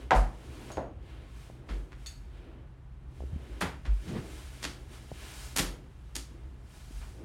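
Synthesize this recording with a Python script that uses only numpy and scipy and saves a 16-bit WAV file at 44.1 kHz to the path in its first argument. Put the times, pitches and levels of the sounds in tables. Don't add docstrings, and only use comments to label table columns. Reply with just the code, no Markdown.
import sys
import numpy as np
from scipy import signal
from scipy.fft import rfft, irfft
from scipy.io import wavfile

SR = 44100
rng = np.random.default_rng(int(sys.argv[2]) if len(sys.argv) > 2 else 0)


def wav_record(signal):
    frames = np.transpose(np.atleast_2d(signal))
    bounded = np.clip(frames, -1, 1)
    quanta = np.round(bounded * 32767).astype(np.int16)
    wavfile.write(sys.argv[1], SR, quanta)


N = 319548
TIME = np.arange(N) / SR
AGE = np.arange(SR * 3 // 4) / SR


def from_db(db):
    return 10 ** (np.asarray(db) / 20)


def unit_energy(x):
    return x / np.sqrt(np.sum(x ** 2) + 1e-20)


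def at_hz(points, hz):
    known_hz, values = np.transpose(points)
    return np.interp(np.log(np.maximum(hz, 1)), np.log(known_hz), values)


def butter(x, hz, kind, order=2):
    return signal.sosfilt(signal.butter(order, min(hz, .45 * SR), kind, fs=SR, output="sos"), x + 1e-18)


def colour(x, spectrum, size=8192):
    gain = from_db(at_hz(spectrum, np.arange(size // 2 + 1) * SR / size))
    cepstrum = irfft(np.log(gain))
    cepstrum[1:size // 2] *= 2
    response = irfft(np.exp(rfft(cepstrum[:size // 2], size)))
    return signal.fftconvolve(x, response)[:len(x)]


def noise(spectrum, grain_db=0):
    slips = rng.standard_normal(N + SR) * from_db(grain_db * rng.standard_normal(N + SR))
    return unit_energy(colour(slips, spectrum)[SR:]) * np.sqrt(N)


def flutter(per_s):
    return np.interp(TIME * per_s, np.arange(N), rng.standard_normal(N))


def add(track, start_s, sound):
    start = int(round(start_s * SR))
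    track[start:start + len(sound)] += sound[:len(track) - start]


def ring(modes, uneven_db):
    out = 0
    for hz, db, t60_s in modes:
        envelope = from_db(db + uneven_db * rng.standard_normal() - 60 * AGE / t60_s)
        out += envelope * np.sin(2 * np.pi * hz * AGE) * rng.choice([-1, 1])
    return unit_energy(out)


def favour(modes, centre_hz, octaves):
    return [(hz, db - 6 * abs(np.log2(hz / centre_hz)) / octaves, t60_s) for hz, db, t60_s in modes]


def chatter(decay_s):
    fade = np.exp(-AGE / decay_s) + 1e-12
    touches = rng.standard_normal(len(AGE)) * fade
    for _ in range(4):
        flat_spectrum = np.exp(1j * np.angle(rfft(touches)))
        touches = irfft(flat_spectrum, len(AGE)) * fade ** .25
    return unit_energy(touches)


# band centre in Hz, T60 in seconds.
ROOM_DECAY = [(100, 0.72), (300, 0.44), (800, 0.38), (2000, 0.35), (5000, 0.33), (9000, 0.3), (15000, 0.3)]

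def impact(chatter_s, wet_db, echo_db, echo_s, scatter_s=.0015):
    white = rfft(rng.standard_normal(len(AGE)))
    hz = np.linspace(1, SR / 2, len(white))
    tail = 0
    for band_hz, t60_s in ROOM_DECAY:
        share = at_hz([(centre, float(centre == band_hz)) for centre, _ in ROOM_DECAY], hz)
        tail += irfft(white * share, len(AGE)) * from_db(-60 * AGE / t60_s)
    build_up = 1 - np.exp(-AGE / (.00048 + chatter_s))
    out = chatter(chatter_s) + from_db(wet_db) * unit_energy(tail * build_up)
    add(out, echo_s, from_db(echo_db) * chatter(chatter_s + scatter_s))
    return unit_energy(out)


# frequency in Hz, gain in dB.
DOOR_SPECTRUM = [(100, 8.5), (300, 10.5), (410, 3.5), (520, 10.5), (750, 10.5), (1000, 6), (1200, 3.5),
                 (1600, 1.5), (2100, -2), (2900, -7), (4500, -9), (7000, -7), (10000, -11.5), (15000, -11)]
# frequency in Hz, level in dB, T60 in seconds.
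PANEL_MODES = [(524, -5, .35), (576, -9, .45), (680, -4, .22), (750, 2, .28), (840, -4, .31),
               (910, -2, .24), (998, -3, .25), (1113, -9, .25), (1437, -12, .33), (1563, -16, .35),
               (1728, -18, .3), (1954, -18, .3)]
# start in seconds, energy in dB, contact low-pass in Hz, high-pass in Hz,
# relative panel ring in dB, chatter decay in seconds.
DOOR_KNOCKS = [(0.1082, 5, 2380, 1490, -9, 0.001), (0.1097, 10, 1600, 584, -7, 0.0024),
               (0.1182, 6, 1090, 516, -1.5, 0.00054), (0.12, 1.5, 164, 99, -26, 0.0097),
               (0.703, -14.5, 1400, 696, -20, 0.0013), (0.771, -14, 3200, 900, -14, 0.0006),
               (0.772, -4.5, 634, 330, -8, 0.0029), (0.7807, -2, 600, 280, -20, 0.00064)]

def door_knocks():
    out = np.zeros(N)
    for start_s, db, contact_hz, highpass_hz, ring_db, chatter_s in DOOR_KNOCKS:
        blow = colour(impact(chatter_s, wet_db=2, echo_db=-8.5, echo_s=.0092), DOOR_SPECTRUM)
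        knock = unit_energy(butter(butter(blow, contact_hz, "low"), highpass_hz, "high"))
        panel = from_db(ring_db) * ring(PANEL_MODES, uneven_db=1)
        add(out, start_s, from_db(db) * (knock + panel))
    return out


# frequency in Hz, gain in dB.
CLACK_SPECTRUM = [(150, 14), (500, 3), (1000, -0.5), (1700, -0.5), (2400, -1), (3400, -4), (4300, -2),
                  (5700, -2), (6800, -4.5), (9500, 0), (12000, -3.5), (15500, -5)]
# centre in Hz, width in Hz, gain in dB.
SHAFT_BANDS = [(930, 49, -10), (1400, 120, -11), (1800, 210, -14), (3320, 310, -2.5), (4520, 81, -2.5),
               (4930, 230, -14), (6800, 540, -2), (9000, 230, -30)]

def clack(contact_hz, highpass_hz, chatter_s):
    blow = colour(impact(chatter_s, wet_db=1.5, echo_db=0, echo_s=.009), CLACK_SPECTRUM)
    tube = sum(from_db(db) * signal.lfilter(*signal.iirpeak(hz, hz / width_hz, fs=SR), blow + 1e-18)
               for hz, width_hz, db in SHAFT_BANDS)
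    softened = butter(blow + tube, contact_hz, "low")
    return unit_energy(butter(softened, highpass_hz, "high", order=1))


# frequency in Hz, level in dB, T60 in seconds.
BODY_MODES = [(172, 0, .23), (200, -7, .18), (268, -1, .26), (296, -1, .24), (357, -5, .3), (511, -7, .3),
              (877, -8, .22), (935, -9, .2), (1217, -10, .28), (1317, -9, .28), (1750, -8, .22),
              (2013, -9, .24), (3350, -8, .2), (3520, -8, .2)]
# start in seconds, energy in dB, contact low-pass in Hz, high-pass in Hz,
# chatter decay in seconds, thud energy in dB, thud pitch in Hz.
FURNITURE_CLACKS = [(0.149, -14.5, 9000, 3000, 0.045, -45, 200),
                    (1.689, -12.5, 2800, 250, 0.028, -15.5, 200),
                    (1.921, -22.5, 2150, 800, 0.0012, -48, 300),
                    (3.610, -10, 10700, 1500, 0.0033, -7.5, 400), (3.613, 1.5, 1660, 1280, 0.0065, -1, 188),
                    (3.853, -15, 2500, 650, 0.0097, -20.5, 300), (4.079, -19.5, 4500, 900, 0.022, -36, 300),
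                    (4.629, -10.5, 7050, 700, 0.0033, -28, 280),
                    (4.6421, -4.5, 5100, 910, 0.0023, -11.5, 280),
                    (5.564, 0.5, 11000, 705, 0.0023, -23, 270), (5.5844, 1, 12000, 900, 0.0017, -4.5, 270),
                    (5.589, 1, 5000, 600, 0.0046, -4.5, 170),
                    (6.1555, -6.5, 7500, 4470, 0.0015, -14.5, 280),
                    (7.014, -21, 1700, 1000, 0.032, -42, 300)]

def furniture_clacks(touch_lead_s=.0032, touch_db=-10.5, thud_lag_s=.0083):
    out = np.zeros(N)
    for start_s, db, contact_hz, highpass_hz, chatter_s, thud_db, thud_hz in FURNITURE_CLACKS:
        body = from_db(-15.5) * ring(favour(BODY_MODES, centre_hz=1100, octaves=1.2), uneven_db=1.5)
        boom = from_db(5.5) * ring(favour(BODY_MODES, thud_hz, octaves=.35), uneven_db=1.5)
        push = clack(contact_hz=800, highpass_hz=200, chatter_s=.011)
        touch = clack(contact_hz, highpass_hz, .0011 + chatter_s / 2)
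        landing = clack(contact_hz, highpass_hz, chatter_s)
        add(out, start_s - touch_lead_s, from_db(db + touch_db) * touch)
        add(out, start_s, from_db(db) * (landing + body))
        add(out, start_s + thud_lag_s, from_db(thud_db) * unit_energy(push + boom))
    return out


# frequency in Hz, level in dB, T60 in seconds.
CLINK_MODES = [(2697, -7, .19), (3526, -8, .3), (4393, 0, .36), (4480, -5, .22), (4683, -6, .3),
               (6589, 0, .27), (6720, -5, .18), (7682, -9, .18), (7822, -8, .16), (9238, -6, .3),
               (12150, -6, .24)]
# start in seconds, level in dB, pitch centre in Hz, spread in octaves,
# relative long ring in dB.
METAL_CLINKS = [(0.718, -18, 6600, 0.2, -14), (0.729, -24, 6600, 0.088, -23),
                (2.0612, -13.5, 4300, 0.88, -7), (2.068, -17, 7440, .7, -5)]

def metal_clinks(chink_decay_s=.0078):
    out = np.zeros(N)
    for start_s, db, centre_hz, octaves, ring_db in METAL_CLINKS:
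        metal = ring(favour(CLINK_MODES, centre_hz, octaves), uneven_db=1)
        blow = impact(chatter_s=.00075, wet_db=1.5, echo_db=-36, echo_s=.0102)
        tick = unit_energy(butter(butter(blow, centre_hz * .39, "high"), centre_hz * 1.13, "low"))
        damped = metal * np.exp(-AGE / chink_decay_s)
        chink = unit_energy(signal.fftconvolve(blow, damped)[:len(AGE)])
        clink = from_db(ring_db) * metal + from_db(-4) * chink + from_db(-7) * tick
        add(out, start_s, from_db(db) * clink)
    return out


# start in seconds, peak in dB, settled pitch in Hz, time to peak in seconds.
FOOTFALLS = [(0.138, -16, 45.4, 0.048), (0.765, -34, 60.6, 0.013), (0.956, -36.5, 62.3, 0.015),
             (1.681, -28.5, 46.8, 0.06), (3.150, -35, 65.1, 0.088), (3.311, -31.5, 72.3, 0.027),
             (3.488, -36.5, 52.2, 0.038), (3.603, -38.5, 81.3, 0.039), (3.868, -18.5, 48, 0.042),
             (4.066, -39, 64, 0.033), (5.566, -32.5, 44.2, 0.067), (6.905, -35, 46.9, 0.07)]

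def footfalls(sag_s=.017):
    out = np.zeros(N)
    for start_s, db, hz, swell_s in FOOTFALLS:
        weight = (AGE / swell_s * np.exp(1 - AGE / swell_s)) ** 2
        pitch_hz = hz * (1 + .5 * np.exp(-AGE / sag_s))
        add(out, start_s, from_db(db) * weight * np.sin(2 * np.pi * np.cumsum(pitch_hz) / SR))
    return out


# start in seconds, energy in dB, pitch in Hz.
DULL_BUMPS = [(1.4993, -20.5, 700), (3.205, -18.5, 755), (3.222, -20.5, 600), (3.237, -17, 450),
              (3.33, -8, 158), (3.359, -10.5, 223), (5.1162, -13.5, 660), (5.121, -13.5, 169),
              (6.908, -20, 302), (7.205, -21, 294), (7.232, -23.5, 278)]

def dull_bumps(decay_cycles=.36):
    out = np.zeros(N)
    for start_s, db, hz in DULL_BUMPS:
        bump = np.sin(2 * np.pi * hz * AGE) * np.exp(-AGE * hz / decay_cycles)
        add(out, start_s, from_db(db) * unit_energy(butter(bump, hz * 1.12, "low", order=4)))
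    return out


def stroke_power(peak_s, db, rise_s, fall_s, drop_db=10.5, roundness=1.34):
    away = np.maximum((peak_s - TIME) / rise_s, (TIME - peak_s) / fall_s)
    return from_db(db - drop_db * np.minimum(away, 10) ** roundness) ** 2


def press_power(rows):
    return sum(stroke_power(peak_s, db, length_s / 2, length_s / 2) for peak_s, db, length_s in rows)


# frequency in Hz, gain in dB.
RUB_SPECTRUM = [(150, -14), (240, -0.5), (340, 1), (450, -6), (700, -13.5), (1200, -21), (3200, -27),
                (4200, -40.5), (8000, -55)]
SCUFF_SPECTRUM = [(70, -0.5), (130, 3), (190, 5), (260, -3.5), (360, -2), (550, -12.5), (900, -19.5),
                  (2200, -24.5), (5000, -36), (12000, -58)]
# time of peak pressure in seconds, rms in dB, length in seconds.
SOLE_RUBS = [(0.0, -50.5, 0.32), (0.63, -48.5, 0.62), (1.18, -56, 0.44), (1.75, -52.5, 0.5),
             (2.50, -52.5, 0.37), (3.46, -52, 0.55), (4.25, -48.5, 0.3), (4.76, -54.5, 0.49),
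             (5.02, -56.5, 0.26), (5.22, -58.5, 0.37), (5.72, -52, 0.37), (6.39, -57, 0.54),
             (7.24, -50.5, 0.24)]
SHOE_SCUFFS = [(4.107, -38.5, 0.12), (4.168, -31.5, 0.089)]

def shoe_friction(rest_db=-68):
    rub_level = np.sqrt(from_db(rest_db) ** 2 + press_power(SOLE_RUBS))
    rub = rub_level * from_db(1.2 * flutter(25)) * noise(RUB_SPECTRUM)
    scuff = np.sqrt(press_power(SHOE_SCUFFS)) * noise(SCUFF_SPECTRUM, grain_db=-.5)
    return rub + scuff


# delay in seconds, gain in dB.
NEAR_ECHOES = [(.0013, -22), (.0029, -17.5), (.0047, -12.5)]

def reflect(x):
    samples = np.arange(len(x))
    echoes = sum(from_db(db) * np.interp(samples - delay_s * SR, samples, x, left=0)
                 for delay_s, db in NEAR_ECHOES)
    return (x + echoes) / np.sqrt(1 + sum(from_db(db) ** 2 for _, db in NEAR_ECHOES))


# frequency in Hz, gain in dB.
SWISH_SPECTRUM = [(300, -4), (600, -3.5), (1500, -2.5), (3000, -3.5), (4500, -7), (6500, -9), (9500, -9.5),
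                  (12000, -17), (16000, -20.5)]
# time of top speed in seconds, level in dB, rise in seconds,
# fall in seconds, relative treble in dB.
SWISH_STROKES = [(0.0, -55, .05, 0.082, -5.5), (0.70, -53, 0.37, 0.089, -2.5),
                 (1.10, -58, 0.089, 0.34, -9.5), (1.41, -58, .11, 0.16, -1), (1.72, -63, 0.045, 0.15, 3),
                 (2.04, -61, 0.11, 0.28, -2.5), (2.38, -61.5, .08, 0.18, -12),
                 (3.18, -64.5, .08, 0.61, -1.5), (3.58, -57, 0.27, 0.19, -6), (4.08, -56, 0.19, 0.37, -0.5),
                 (4.39, -53, 0.25, 0.25, 0), (4.64, -54.5, 0.19, .2, 0), (4.94, -53, 0.052, 0.12, -1.5),
                 (5.23, -50.5, .13, 0.28, -5.5), (5.44, -50.5, 0.29, 0.13, 4),
                 (6.3, -66.5, 0.88, 0.43, -2.5), (6.77, -58.5, 0.11, 0.18, 1.5),
                 (6.97, -59, 0.15, 0.26, 3.5)]

def swishes(rest_mid_db=-75, rest_treble_db=-79, crossover_hz=4080):
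    mid_power, treble_power = from_db(rest_mid_db) ** 2, from_db(rest_treble_db) ** 2
    for peak_s, db, rise_s, fall_s, treble_db in SWISH_STROKES:
        stroke = stroke_power(peak_s, db, rise_s, fall_s)
        mid_power += stroke
        treble_power += stroke * from_db(treble_db) ** 2
    hiss = reflect(noise(SWISH_SPECTRUM, grain_db=2))
    mid = np.sqrt(mid_power) * butter(hiss, crossover_hz, "low", order=5)
    treble = np.sqrt(treble_power) * butter(hiss, crossover_hz, "high", order=5)
    return from_db(.5 * flutter(32)) * (mid + treble)


# frequency in Hz, gain in dB.
RUMBLE_SPECTRUM = [(20, -34.5), (31, -13.5), (46, -1.5), (62, 1), (90, -15), (125, -11.5), (190, -23.5),
                   (450, -40.5), (800, -36.5), (1500, -41), (4000, -59), (16000, -83)]

def room_tone(rumble_db=-46, hum_hz=126.7, hum_db=-60):
    phase = 2 * np.pi * hum_hz * TIME + .9 * flutter(6)
    hum = np.sqrt(2) * np.sin(phase) * from_db(2.5 * flutter(4))
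    return from_db(rumble_db) * noise(RUMBLE_SPECTRUM) + from_db(hum_db) * hum


def scene():
    bed = room_tone() + swishes() + shoe_friction()
    return (bed + door_knocks() + furniture_clacks() + metal_clinks() + footfalls() + dull_bumps())[None]


def record(dry, bass_hz=28, top_hz=15900):
    steep_lowpass = signal.ellip(10, .1, 80, top_hz, fs=SR, output="sos")
    return signal.sosfilt(steep_lowpass, butter(dry, bass_hz, "high"))


dry = scene()
out = record(dry)
wav_record(out)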